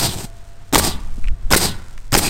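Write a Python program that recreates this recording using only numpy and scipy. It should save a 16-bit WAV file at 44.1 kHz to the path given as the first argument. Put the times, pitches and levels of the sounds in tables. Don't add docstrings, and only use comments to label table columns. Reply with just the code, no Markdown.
import sys
import numpy as np
from scipy import signal
from scipy.fft import rfft, irfft, next_fast_len
from scipy.io import wavfile
from scipy.ndimage import uniform_filter1d

SR = 44100
rng = np.random.default_rng(int(sys.argv[2]) if len(sys.argv) > 2 else 0)


def digitize_waveform(pressure):
    field = np.atleast_2d(pressure).T
    bounded = np.clip(field, -1, 1)
    quanta = np.round(bounded * 32767).astype(np.int16)
    wavfile.write(sys.argv[1], SR, quanta)


N = 101297
T = np.arange(N) / SR

# time of the blow in seconds, piston return in seconds after it, knock pitch in Hz,
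# trims in dB for blow, steel ring, deck and exhaust, nose thud pitch in Hz, nose thud level in dB.
SHOTS = [(-.06, 0.04, 1140, 0, -1, -11, 2, 212, -20), (0.7555, 0.023, 924, -3, -25, 0, 0.5, 293, -9),
         (1.5339, .0277, 1462, -6.5, 4, -5, 2, 251, -21.5),
         (2.150, 0.024, 1380, -6, 1.5, -2.5, 0, 117, -16)]
# pitch in Hz, level in dB, T60 in seconds.
DRIVER_MODES = [(5060, -3.5, 0.014)]
DECK_MODES = [(76.46, -18, 0.83), (183.5, -24.5, 0.86), (228.4, -27, 0.67), (297, -17, 0.091),
              (430, -40, 0.39), (567, -25.5, 0.26), (816, -12.5, 0.083)]
# frequency in Hz, relative level in dB.
BLOW_EQ = [(100, -2), (300, -2), (800, 0), (2400, -7.5), (4000, -10), (16000, -23)]
VALVE_EQ = [(40, -52), (120, 8), (400, 1), (850, 0.5), (2000, -7.5), (6500, -11.5), (8700, -5),
            (10300, -26), (13400, -8), (16000, -30)]
CLACK_EQ = [(200, -3), (8600, -11), (11000, -15.5), (16000, -36)]
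RATTLE_EQ = [(350, 4), (1170, -12.5), (1870, -1.5), (2930, -14), (3940, -7), (6000, -7), (9000, -11),
             (10500, -16)]
SPIT_EQ = [(100, -14), (250, 5), (1140, -17.5), (1940, -3.5), (2860, -11), (4120, -0.5), (6600, -5.5),
           (8740, 3), (9750, -6), (14000, -3.5), (16000, -10.5)]
HISS_EQ = [(30, -40), (80, 5), (250, -3.5), (370, -1), (553, -11.5), (790, -4), (1110, -13.5),
           (2900, -14.5), (4100, -11), (6900, -13), (8700, -7.5), (10300, -22), (13300, -16), (16000, -28)]
CLICK_EQ = [(600, -21), (1300, -2), (2100, -3), (2500, 8), (3000, -8.5), (8000, -17.5), (12000, -28)]
GRIT_EQ = [(300, -5), (4500, 0.5), (8500, 2), (10300, -4.5), (15000, -11.5)]
BUMP_EQ = [(20, 2), (90, -3.5), (300, -5), (1500, -61)]
WIND_EQ = [(3, 6), (14, -3), (40, -16.5), (160, -44), (2000, -100)]
FIELD_EQ = [(40, -13.5), (104, -1.5), (135, -14), (330, -17), (700, -21), (1500, -23), (3000, -30),
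            (9000, -36), (10600, -56), (13800, -40), (16000, -71)]
# start in seconds, length in seconds, pitch in Hz, level in dB.
PORT_WHISTLES = [(2.242, 0.025, 2450, -25.5), (2.275, 0.0066, 2520, -21.5)]
# frequency in Hz, T60 in seconds.
YARD_DECAY = [(150, 0.61), (400, 0.47), (1400, 0.71), (4000, 0.4), (12000, 0.26)]
# start in seconds, level in dB.
DECK_BUMPS = [(0.156, -23.5), (0.194, -28), (0.236, -24), (1.176, -31)]
# start in seconds, level in dB, decay in seconds.
TOOL_CLICKS = [(1.2426, -31, 0.00096), (1.2532, -35.5, 0.0013), (1.2735, -32.5, 0.0022),
               (1.28, -37.5, 0.00099), (1.2838, -25.5, 0.0015), (1.9781, -28.5, 0.002)]
# time in seconds, level in dB.
RUSTLE_FADER = [(.3, -54), (.62, -61.5), (.97, -51), (1.19, -52.5), (1.33, -64), (1.84, -51), (2.1, -59.5)]
WIND_FADER = [(0, -23), (.6, -30), (1.02, -14), (1.18, -12.5), (1.32, -2.5), (1.39, -16), (1.46, -7.5),
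              (1.6, -24.5), (2.3, -22.5)]
# pitch in Hz, starting level in dB, fade in dB per second.
MOTOR_TONES = [(102, -49, 0), (678, -50, 10)]

TRIGGER_LEAD_S, VALVE_LEAD_S, CLACK_LEAD_S, NAIL_LEAD_S = .0285, .024, .0088, .002
SWELL_END_S, FALL_FROM_S, SWELL_DB_PER_S = 0.086, 0.12, 258
HISS_FALL_DB_PER_S, BODY_FALL_DB_PER_S, PORT_FALL_DB_PER_S, JET_FALL_DB_PER_S = 351, 138, 341, 211
BODY_HZ, PORT_HZ, PORT_WIDTH_HZ = 287, 4870, 450
JET_HZ, JET_WIDTH_HZ, SAG_FROM_S, SAG_HZ_PER_S = 4570, 2300, 0.09, 12000
OVERLOAD, LIMIT_DB, LIMIT_S = 0.86, 14, 0.009
LOW_CUT_HZ, HIGH_CUT_HZ = 7, 15950


def amp(db):
    return 10 ** (np.asarray(db) / 20)


def unit(x):
    return x / np.sqrt(np.mean(x ** 2) + 1e-20)


def curve_at(points, hz):
    point_hz, value = np.transpose(points)
    return np.interp(np.log(hz + 1), np.log(point_hz + 1), value)


def equalise(x, eq):
    size = next_fast_len(N)
    gain = amp(curve_at(eq, np.fft.rfftfreq(size, 1 / SR)))
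    return unit(irfft(rfft(x, size) * gain, size)[:N])


def noise(eq):
    return equalise(rng.standard_normal(N), eq)


def waver(span_s):
    size = max(int(span_s * SR), 1)
    return unit(uniform_filter1d(uniform_filter1d(rng.standard_normal(N), size), size))


def crackle(per_s, spread_db):
    sizes = rng.standard_normal(N) * amp(spread_db * np.minimum(rng.exponential(1, N), 3))
    return sizes * (rng.random(N) < per_s / SR)


def gate(t, attack_s, hold_s, decay_s):
    return np.clip(t / attack_s, 0, 1) * np.exp(-np.clip((t - hold_s) / decay_s, 0, 50))


def ring(t, modes):
    live, out = (t > 0) & (t < 1), np.zeros(N)
    age = t[live]
    for hz, db, t60 in modes:
        cycles = hz * rng.uniform(.99, 1.01) * age + rng.random()
        out[live] += amp(db - 60 * age / t60) * np.sin(2 * np.pi * cycles)
    return out


def push(t, width_s):
    age = np.clip(t / width_s, 0, 50)
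    return age * np.exp(1 - age)


def resonate(x, hz, width_hz):
    carrier = np.exp(2j * np.pi * np.cumsum(np.full(N, hz)) / SR)
    pole = np.exp(-np.pi * width_hz / SR)
    return (carrier * signal.lfilter([(1 - pole) ** 2], [1, -2 * pole, pole * pole], x / carrier)).real


def nail_blow(t, knock_hz, blow_db, deck_db):
    snap = amp(-11.5) * noise(SPIT_EQ) * gate(t + NAIL_LEAD_S, 0.00026, 0.00067, 0.0004)
    knock = ring(t, [(knock_hz, 9, 0.017)])
    crack = amp(3.5) * noise(BLOW_EQ) * gate(t, 0.0001, 0.0034, 0.0021)
    punch = amp(-1) * push(t, width_s=.003)
    rattle = amp(-18.5) * noise(RATTLE_EQ) * amp(7.6 * waver(0.00076)) * gate(t, 0.0047, 0.017, 0.0059)
    boom = amp(deck_db) * ring(t, DECK_MODES) * np.clip(t / 0.002, 0, 1)
    return snap + amp(blow_db) * (knock + crack + punch) + rattle + boom


def firing(t, ring_db):
    tick = amp(-16) * noise(RATTLE_EQ) * gate(t + TRIGGER_LEAD_S, 0.00007, 0.000094, 0.0031)
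    air = amp(-14.5) * noise(VALVE_EQ) * gate(t + VALVE_LEAD_S, 0.0026, 0.0125, 0.0028)
    clack = amp(-2) * noise(CLACK_EQ) * gate(t + CLACK_LEAD_S, 0.000067, 0.00082, 0.00099)
    return tick + air + clack + amp(ring_db) * ring(t + CLACK_LEAD_S, DRIVER_MODES)


def nose_thud(t, hz, db):
    age = t + VALVE_LEAD_S
    return ring(age, [(hz, db, 0.09)]) * np.clip(age / 0.0011, 0, 1)


def piston_return(t):
    thud = ring(t, [(384, -5.5, 0.024)]) - amp(-9) * push(t, width_s=.0007)
    seat = amp(-14) * noise(BLOW_EQ) * gate(t - .017, 0.0009, 0.0021, 0.0022)
    spit = amp(-13) * noise(SPIT_EQ) * gate(t - .001, 0.00042, 0.014, 0.0086)
    return thud + seat + spit


def exhaust(t):
    swell_db = SWELL_DB_PER_S * np.minimum(t - SWELL_END_S, 0)
    fall_s = np.maximum(t - FALL_FROM_S, 0)
    jet_hz = JET_HZ - SAG_HZ_PER_S * np.clip(t - SAG_FROM_S, 0, .1)
    jet = resonate(rng.standard_normal(N), jet_hz, JET_WIDTH_HZ)
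    jet = unit(resonate(jet, jet_hz, JET_WIDTH_HZ))
    jet *= amp(-22.5 - JET_FALL_DB_PER_S * fall_s) * gate(t, 0.23, 0.19, 0.017)
    port = unit(resonate(rng.standard_normal(N), PORT_HZ, PORT_WIDTH_HZ))
    port *= amp(-29.5 - PORT_FALL_DB_PER_S * fall_s)
    air = amp(-19) * noise(HISS_EQ)
    lows = signal.sosfiltfilt(signal.butter(2, BODY_HZ, fs=SR, output="sos"), air)
    hiss = (air - lows) * amp(-HISS_FALL_DB_PER_S * fall_s)
    body = lows * amp(-BODY_FALL_DB_PER_S * fall_s)
    return (hiss + body + port + jet) * amp(swell_db + waver(0.0023)) * np.clip(t / 0.034, 0, 1)


def whistles():
    out = np.zeros(N)
    for start, length, hz, db in PORT_WHISTLES:
        tone = unit(resonate(rng.standard_normal(N), hz, width_hz=320))
        out += amp(db) * tone * gate(T - start, 0.0018, length, 0.0022)
    return out


def yard_echo(x):
    hz, t, spectrum = signal.stft(rng.standard_normal(SR), SR, nperseg=256)
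    decay = amp(-60 * t / curve_at(YARD_DECAY, hz)[:, None])
    fade_in = np.clip(t / 0.089, 0, 1)
    tail = signal.istft(spectrum * decay * fade_in, SR, nperseg=256)[1]
    return signal.fftconvolve(x, tail / np.linalg.norm(tail))[:N]


def scrape():
    grains = equalise(crackle(per_s=6000, spread_db=0.88), HISS_EQ)
    stroke = gate(T - .085, .015, .165, .011)
    return grains * amp(-30.5 + 2 * waver(0.015)) * stroke


def bumps():
    return noise(BUMP_EQ) * sum(amp(db) * push(T - start, 0.0051) for start, db in DECK_BUMPS)


def tool_clicks():
    envelope = sum(amp(db) * gate(T - start, 0.0002, 0.00074, decay) for start, db, decay in TOOL_CLICKS)
    return noise(CLICK_EQ) * envelope


def grit():
    grains = equalise(crackle(per_s=900, spread_db=3.5), GRIT_EQ)
    return grains * amp(np.interp(T, *np.transpose(RUSTLE_FADER)) + 2 * waver(0.026))


def wind():
    return noise(WIND_EQ) * amp(np.interp(T, *np.transpose(WIND_FADER)))


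def field():
    return noise(FIELD_EQ) * amp(-48 + waver(0.044))


def motor_hum():
    hum = np.zeros(N)
    for hz, db, fade_db_per_s in MOTOR_TONES:
        level = amp(db - fade_db_per_s * T + 1.2 * waver(0.045))
        hum += level * unit(np.sin(2 * np.pi * hz * T + 0.69 * waver(0.018)))
    return hum


def scene():
    nailer = whistles()
    for blow_s, return_s, knock_hz, blow_db, ring_db, deck_db, exhaust_db, nose_hz, nose_db in SHOTS:
        t = T - blow_s
        nailer += nose_thud(t, nose_hz, nose_db) + firing(t, ring_db)
        nailer += nail_blow(t, knock_hz, blow_db, deck_db)
        nailer += piston_return(t - return_s) + amp(exhaust_db) * exhaust(t)
    echo = amp(-23.5) * yard_echo(nailer)
    foley = scrape() + bumps() + tool_clicks() + grit()
    ambience = field() + motor_hum() + wind()
    return (nailer + echo + foley + ambience)[None]


def record(dry):
    clipped = dry / (1 + (dry / OVERLOAD) ** 8) ** (1 / 8)
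    smoothing = np.exp(-1 / (LIMIT_S * SR))
    overload_share = signal.lfilter([1 - smoothing], [1, -smoothing], abs(dry) > OVERLOAD)
    ducked = clipped * amp(-LIMIT_DB * overload_share)
    high_passed = signal.lfilter(*signal.butter(1, LOW_CUT_HZ, "high", fs=SR), ducked)
    high_cut = signal.firwin(401, HIGH_CUT_HZ, window=("kaiser", 9), fs=SR)
    return signal.oaconvolve(high_passed, high_cut[None], "same")


dry = scene()
out = record(dry)
digitize_waveform(out)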